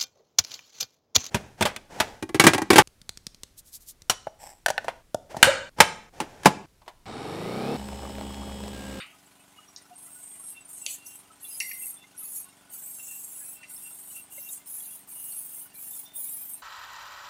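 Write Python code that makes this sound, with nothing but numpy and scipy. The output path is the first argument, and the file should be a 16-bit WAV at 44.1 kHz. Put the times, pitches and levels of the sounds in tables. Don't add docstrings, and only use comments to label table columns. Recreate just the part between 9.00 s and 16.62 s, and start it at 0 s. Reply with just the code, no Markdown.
import sys
import numpy as np
from scipy import signal
from scipy.fft import rfft, irfft
from scipy.io import wavfile
from scipy.ndimage import map_coordinates

SR = 44100
rng = np.random.default_rng(int(sys.argv[2]) if len(sys.argv) > 2 else 0)


def gain_from_db(level_db):
    decades = np.asarray(level_db, float) / 20
    return 10 ** decades


def persist_wave(psi):
    counts = np.round(np.clip(psi, -1, 1) * 32767).astype(np.int16)
    wavfile.write(sys.argv[1], SR, np.atleast_2d(counts).T)


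N = 336042
TIME = np.arange(N) / SR
SHAFT_HZ = 23.949

# multiple of the shaft rate, level_db (relative)
HARMONICS = [(1, -35), (2, -15), (3, -17), (4, -8), (5, -6.5), (6, -7), (7, -10), (8, -0.5), (9, -13),
             (10, -24.5), (11, -7), (12, 1), (13, -16.5), (14, -12), (15, -17.5), (16, -4), (19, -10.5),
             (29, -9), (30, -9), (34, -5), (36, -5.5), (41, -8), (42, -5), (61, -13.5), (62, -6.5)]
# (per Hz, relative)
HISS_COLOUR = [(18, -32), (30, -9), (187, -7), (237, -1.5), (284, -6.5), (332, -13), (389, -7),
               (505, -16.5), (606, -2.5), (852, -3.5), (1360, -10.5), (2910, -10.5), (4660, -15),
               (7700, -13.5), (8720, -12.5), (10200, -9), (12200, -14), (15500, -17.5)]
# start_s, length_s, level_db (before the flicker), pitch_hz
THIN_TONE_EVENTS = [(0.562, 0.073, -58, 2890), (1.541, 0.078, -50.5, 2723), (1.808, 0.035, -51.5, 2740),
                    (1.971, .18, -54.5, 2756), (2.431, .08, -56, 2745), (2.499, 0.057, -51.5, 4995),
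                    (2.811, 0.031, -53, 2690), (2.95, 0.097, -58, 3520), (2.982, 0.047, -59.5, 2730),
                    (3.98, 0.18, -53.5, 2740), (4.555, 0.13, -54, 2715), (4.832, 0.069, -53, 2743),
                    (5.139, 0.072, -52, 2730), (5.336, 0.166, -59, 2746), (5.87, 0.03, -60, 2720),
                    (6.12, 0.21, -59.5, 2855), (6.6, 0.079, -63, 2950), (6.74, 0.048, -58.5, 2352),
                    (6.907, 0.035, -52.5, 3590), (7.05, 0.12, -56, 3590)]
# start_s, peak_db (before the trim and tremble), pitch_hz, length_s
PING_EVENTS = [(0.0044, -46.5, 8560, 0.022), (0.0638, -55, 8600, 0.02), (0.127, -56.5, 1255, 0.06),
               (0.403, -55, 8590, 0.048), (0.59, -49.5, 1245, 0.025), (0.689, -58, 1150, 0.02),
               (0.776, -49, 8320, 0.026), (0.82, -51, 8900, 0.02), (0.908, -46, 720, 0.049),
               (1.155, -52.5, 1467, 0.053), (1.401, -50, 1093, 0.021), (1.611, -41, 7920, 0.019),
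               (1.654, -45.5, 9150, 0.022), (1.781, -35, 8300, 0.011), (1.82, -38, 7900, 0.02),
               (1.872, -52, 540, 0.019), (2.066, -44.5, 5900, 0.023), (2.158, -41, 7900, 0.016),
               (2.303, -50, 1300, 0.037), (2.407, -47, 7700, 0.015), (2.451, -46, 3460, 0.026),
               (2.714, -41.5, 5660, 0.021), (2.875, -43.5, 2100, 0.0098), (3.181, -36, 11200, 0.023),
               (3.217, -51.5, 1277, 0.034), (3.45, -57, 1093, 0.058), (3.744, -54, 4660, 0.022),
               (4.41, -54, 1680, 0.045), (4.766, -48, 5320, 0.013), (5.381, -51.5, 567, 0.025),
               (5.382, -49.5, 2130, 0.02), (5.495, -43.5, 3740, 0.014), (5.662, -46, 10500, 0.02),
               (5.674, -48, 5310, 0.013), (5.802, -54, 3340, 0.032), (5.908, -51.5, 3350, 0.037),
               (6.323, -52, 4430, 0.02), (6.76, -53, 4080, 0.022), (7.188, -47.5, 655, 0.0094)]
FAINT_PITCHES = [1340, 1470, 2100, 2800, 2950, 3570, 4440, 5690, 7700, 8590]
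# start_s, peak_db (before a small trim), low_edge_hz, high_edge_hz,
# rattle_db (over the click, before a trim), rattle_t60_s (time to fall 60 dB)
CLICK_EVENTS = [(0.001, -34, 1100, 1830, -7.5, 0.22), (0.001, -34, 1840, 3250, -2, 0.3),
                (0.001, -38.5, 3570, 4820, -3, 0.21), (0.762, -28, 3830, 6860, -14, 0.15),
                (1.8636, -19, 1910, 5730, -19.5, 0.32), (1.8631, -17, 5650, 10400, -19.5, 0.28),
                (2.605, -21, 1950, 2900, -3.5, 0.064), (2.602, -16.5, 3480, 12100, -17, 0.18),
                (2.713, -27.5, 1850, 2800, -17, 0.081), (4.63, -42.5, 1900, 2880, 7.5, 0.06)]
# pitch_hz, width_hz, level_db
CONNECTOR_MODES = [(2770, 510, -2.5), (3650, 660, -1.5), (4440, 460, -0.5), (5550, 1000, 0), (6590, 170, 0),
                   (7100, 400, 1), (8600, 600, -4), (10400, 360, -7), (10900, 500, 8)]
# start_s, level_db
CLINK_EVENTS = [(2.604, -28.5), (2.695, -43), (2.716, -42), (4.633, -51.5)]
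# pitch_hz, width_hz, level_db, t60_s (time to fall 60 dB)
HOLDER_MODES = [(2069, 98, -8.5, 0.5), (2580, 350, -35, 0.055), (2740, 110, -8.5, 0.21),
                (4560, 780, -15, 0.29), (5650, 31, -8, 0.23), (6240, 150, -13, 0.026)]
# start_s, length_s, start_db, midway_db, last_push_db (before the contact lifts)
STROKE_EVENTS = [(0.953, 0.54, -51, -55.5, -45.5), (1.663, 0.25, -47.5, -51, -40),
                 (2.033, 0.11, -43, -44.5, -45.5), (2.397, .48, -40.5, -38, -34.5),
                 (3.159, .21, -48, -40.5, -36), (3.692, 0.83, -45, -43.5, -42), (4.664, 0.5, -46, -47, -42),
                 (5.287, 0.24, -50, -46.5, -38.5), (5.644, 0.3, -47, -40, -44),
                 (6.058, .56, -48, -39, -43.5), (6.715, .28, -50, -39, -38),
                 (7.122, 0.39, -44.5, -36.5, -41)]
# (per Hz, relative)
SCRUB_COLOUR = [(2940, -51), (5000, 13), (5790, -29.5), (5900, -22.5), (6370, -13.5), (6710, -10),
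                (7060, -12.5), (7800, -6), (8300, -1.5), (9750, -3.5), (10800, 2.5), (11400, 1.5),
                (13800, -11.5), (14900, -4.5), (15500, -8)]
# time_s, dull_edge_db, low_ring_db, bright_edge_db
BAND_BALANCE = [(1.0, -15, -9, -6), (1.3, -2, 4, -3), (1.55, -14, -2, -14), (1.9, 0, -4, 0),
                (2.12, -9.5, -7.5, -7), (2.45, -18.5, -8, -2), (2.85, -16, -7, 1), (3.25, -11, -12.5, -1),
                (3.9, -8, -3, 4), (4.4, -6.5, -7.5, 1), (4.9, -12, -4, -3.5), (5.452, -4.5, -8, 3),
                (5.8, -16, -10, 1), (6.2, -13.5, -4, 4), (6.9, -18, -9.5, 1.5), (7.35, -17, -10, 7)]


def noise():
    return rng.standard_normal(N)


def set_level(x, db):
    return x * gain_from_db(db) / np.sqrt(np.mean(x ** 2))


def walk(rate):
    knots = rng.standard_normal(1000)
    return np.interp(TIME * rate, np.arange(1000), knots)


def resonate(x, hz, width_hz):
    return signal.lfilter(*signal.iirpeak(min(hz, .45 * SR), hz / width_hz, fs=SR), x)


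def coloured(points):
    hz, db = np.transpose(points)
    bins = np.arange(1, N // 2 + 2) * SR / N
    gain = gain_from_db(np.interp(np.log(bins), np.log(hz), db))
    return irfft(rfft(noise()) * gain, N)


def steep(x, low_hz, high_hz):
    edges = (.85 * low_hz, min(1.12 * high_hz, .45 * SR))
    return signal.sosfilt(signal.cheby2(5, 40, edges, "band", fs=SR, output="sos"), x)


def patchy(x, patch_hz, patch_s, depth_db, lift_db, above=0.81):
    hz, s, frames = signal.stft(x, SR, nperseg=1024, noverlap=768)
    place = np.meshgrid(np.floor(hz / patch_hz), s / patch_s, indexing="ij")
    field = map_coordinates(rng.standard_normal((400, 600)), place, order=1, mode="wrap")
    gain = gain_from_db(depth_db * field + lift_db * np.clip(field - above, 0, .8))
    return signal.istft(frames * gain, SR, nperseg=1024, noverlap=768)[1][:N]


def puffs(depth):
    left_of_turn = -(TIME * SHAFT_HZ + .55) % 1
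    return 1 + depth * np.exp(left_of_turn / 1.16)


def add(out, s, sound):
    i = max(int(s * SR), 0)
    out[i:i + len(sound)] += sound[:N - i]


def compressor():
    others_db = -17 + 0.5 * rng.standard_normal(size=63)
    levels = dict(enumerate(others_db)) | dict(HARMONICS)
    t = TIME[::8]
    tones = np.zeros(len(t))
    for k in range(1, len(levels)):
        gain = gain_from_db(levels[k] + walk(4.8)[::8])
        tones += gain * np.sin(2 * np.pi * (k * SHAFT_HZ * t + rng.random()))
    return set_level(signal.resample_poly(tones, 8, 1)[:N], -64.5)


def workshop_hiss():
    low_cut = signal.butter(4, 45, "high", fs=SR, output="sos")
    hiss = signal.sosfilt(low_cut, coloured(HISS_COLOUR)) * puffs(1.0)
    upper = steep(coloured(HISS_COLOUR), 920, 10560)
    flicker = patchy(upper, 190, .04, 1.34, 11.2) * puffs(0.84)
    return set_level(hiss, -61) + set_level(flicker, -64.0)


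def thin_tones():
    edge_s, width_hz, roughness = .012, 40, .45
    out, source = np.zeros(N), noise()
    for s, length, db, hz in THIN_TONE_EVENTS:
        t = TIME[:int((length + 4 * edge_s) * SR)]
        rough = set_level(resonate(source[int(s * SR):][:len(t)], hz, width_hz), 0)
        tone = np.sin(2 * np.pi * hz * t) + roughness * rough
        rise = 1 - np.exp(-t / edge_s)
        fall = np.exp(-np.maximum(t - length, 0) / edge_s)
        add(out, s, set_level(tone, db) * rise * fall)
    flicker_db = 5 * walk(48) - 2.5
    return out * gain_from_db(flicker_db)


def pings():
    out, faint = np.zeros(N), []
    for when, size, pick, long in rng.random(size=(60, 4)):
        db = -61 - 2.5 * np.log(size)
        hz = FAINT_PITCHES[int(pick * len(FAINT_PITCHES))]
        faint.append((when * N / SR, db, hz, .03 * (.5 + long)))
    for s, db, hz, length in PING_EVENTS + faint:
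        t = TIME[:int(2 * length * SR)]
        swell = t / length * 4
        envelope = swell * np.exp(1 - swell)
        tone = np.sin(2 * np.pi * (hz * t + rng.random()))
        add(out, s - .004, gain_from_db(db - 2.0) * envelope * tone)
    tremble_db = 3.9 * walk(120)
    return out * gain_from_db(tremble_db)


def clicks():
    out, t = np.zeros(N), TIME[:SR // 2]
    loose = set_level(patchy(noise(), 240, .12, 3.5, 5.0), 0)
    for s, db, low_hz, high_hz, rattle_db, t60 in CLICK_EVENTS:
        blow = (t == 0) + 0.3 * np.exp(-t / 0.0023) * rng.standard_normal(len(t))
        ringing = sum(gain_from_db(g) * resonate(blow, hz, width) for hz, width, g in CONNECTOR_MODES)
        crack = steep(ringing, low_hz, high_hz)
        add(out, s, gain_from_db(db + 0.5) * crack / np.abs(crack).max())
        shaken = set_level(steep(np.roll(loose, -int(s * SR))[:len(t)], low_hz, high_hz), -1.2)
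        add(out, s, gain_from_db(db + rattle_db - 60 * t / t60) * (1 - np.exp(-t / 0.0052)) * shaken)
    return out


def clinks():
    strike_db, strike_t60_s = 8.5, 0.035
    out, t = np.zeros(N), TIME[:SR // 2]
    for s, db in CLINK_EVENTS:
        rings = np.zeros(len(t))
        for hz, width, g, t60 in HOLDER_MODES:
            rough = resonate(resonate(rng.standard_normal(len(t)), hz, width), hz, width)
            rings += set_level(rough, 0) * gain_from_db(g - 60 * t / t60)
            clean = np.sin(2 * np.pi * (hz * t + rng.random()))
            rings += clean * gain_from_db(g + strike_db - 60 * t / strike_t60_s)
        add(out, s, gain_from_db(db) * rings * (1 - np.exp(-t / 0.00033)))
    return out


def strokes():
    attack_s, release_db_per_s = 0.035, 319
    lift_s = 0.044
    midway, sag_db = 0.57, -2.5
    knots, contact = [], np.zeros(N)
    for s, length, first_db, mid_db, last_db in STROKE_EVENTS:
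        push = min(0.1, length / 4)
        knots += [(s, first_db), (s + midway * (length - push), mid_db)]
        knots += [(s + length - push, mid_db + sag_db), (s + length, last_db)]
        lifted = np.maximum(TIME - s - length, 0)
        fade_db = -release_db_per_s * (np.hypot(lifted, lift_s) - lift_s)
        opening = np.clip((TIME - s) / attack_s, 0, 1) ** 2
        contact = np.maximum(contact, opening * gain_from_db(fade_db))
    return np.interp(TIME, *np.transpose(knots)) + 1.2 * walk(14), contact


def scrubbing():
    db, contact = strokes()
    usual_db = -46
    follows = (1, 0.54, 0.35)
    s, *columns = np.transpose(BAND_BALANCE)
    gains = []
    for column, follow in zip(columns, follows):
        balance_db = np.interp(TIME, s, column) + (follow - 1) * (db - usual_db)
        gains.append(gain_from_db(balance_db + walk(11)))
    lasting = patchy(coloured(SCRUB_COLOUR), 90, .3, 1.0, 14.0, above=-0.39)
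    sputter = patchy(lasting, 90, .05, 1.0, 24.0, above=-0.33) * puffs(.4)
    bins = np.arange(N // 2 + 1) * SR / N
    part = np.digitize(bins, (5500, 8000, 9000, 12500))
    spectrum = rfft(sputter)
    dull, ring, middle, bright = (set_level(irfft(spectrum * (part == k), N), 0) for k in (1, 2, 3, 4))
    stroke = gains[0] * dull + gains[1] * ring + middle + gains[2] * bright
    patches = set_level(patchy(steep(noise(), 1860, 7540), 130, .045, 3.3, 12.0), -45)
    sing_hz, sing_width_hz = 8660, 190
    sing = resonate(resonate(noise(), sing_hz, sing_width_hz), sing_hz, sing_width_hz)
    sing = set_level(sing * gain_from_db(7.6 * walk(30)) * puffs(.8), -53.5)
    sing = sing * (contact ** 0.26 + gain_from_db(-22))
    return gain_from_db(db) * contact * stroke + gain_from_db(db / 2) * np.sqrt(contact) * patches + sing


def scene():
    background = compressor() + workshop_hiss() + thin_tones() + pings()
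    mono = background + clicks() + clinks() + scrubbing()
    return np.array([mono, mono])


def band_limit(x):
    return signal.sosfilt(signal.butter(12, 16410, fs=SR, output="sos"), x)


def record(dry):
    top_cut = signal.ellip(8, .2, 70, 15550, fs=SR, output="sos")
    mix = signal.sosfilt(top_cut, dry)
    return band_limit(mix)


dry = scene()
out = record(dry)
persist_wave(out)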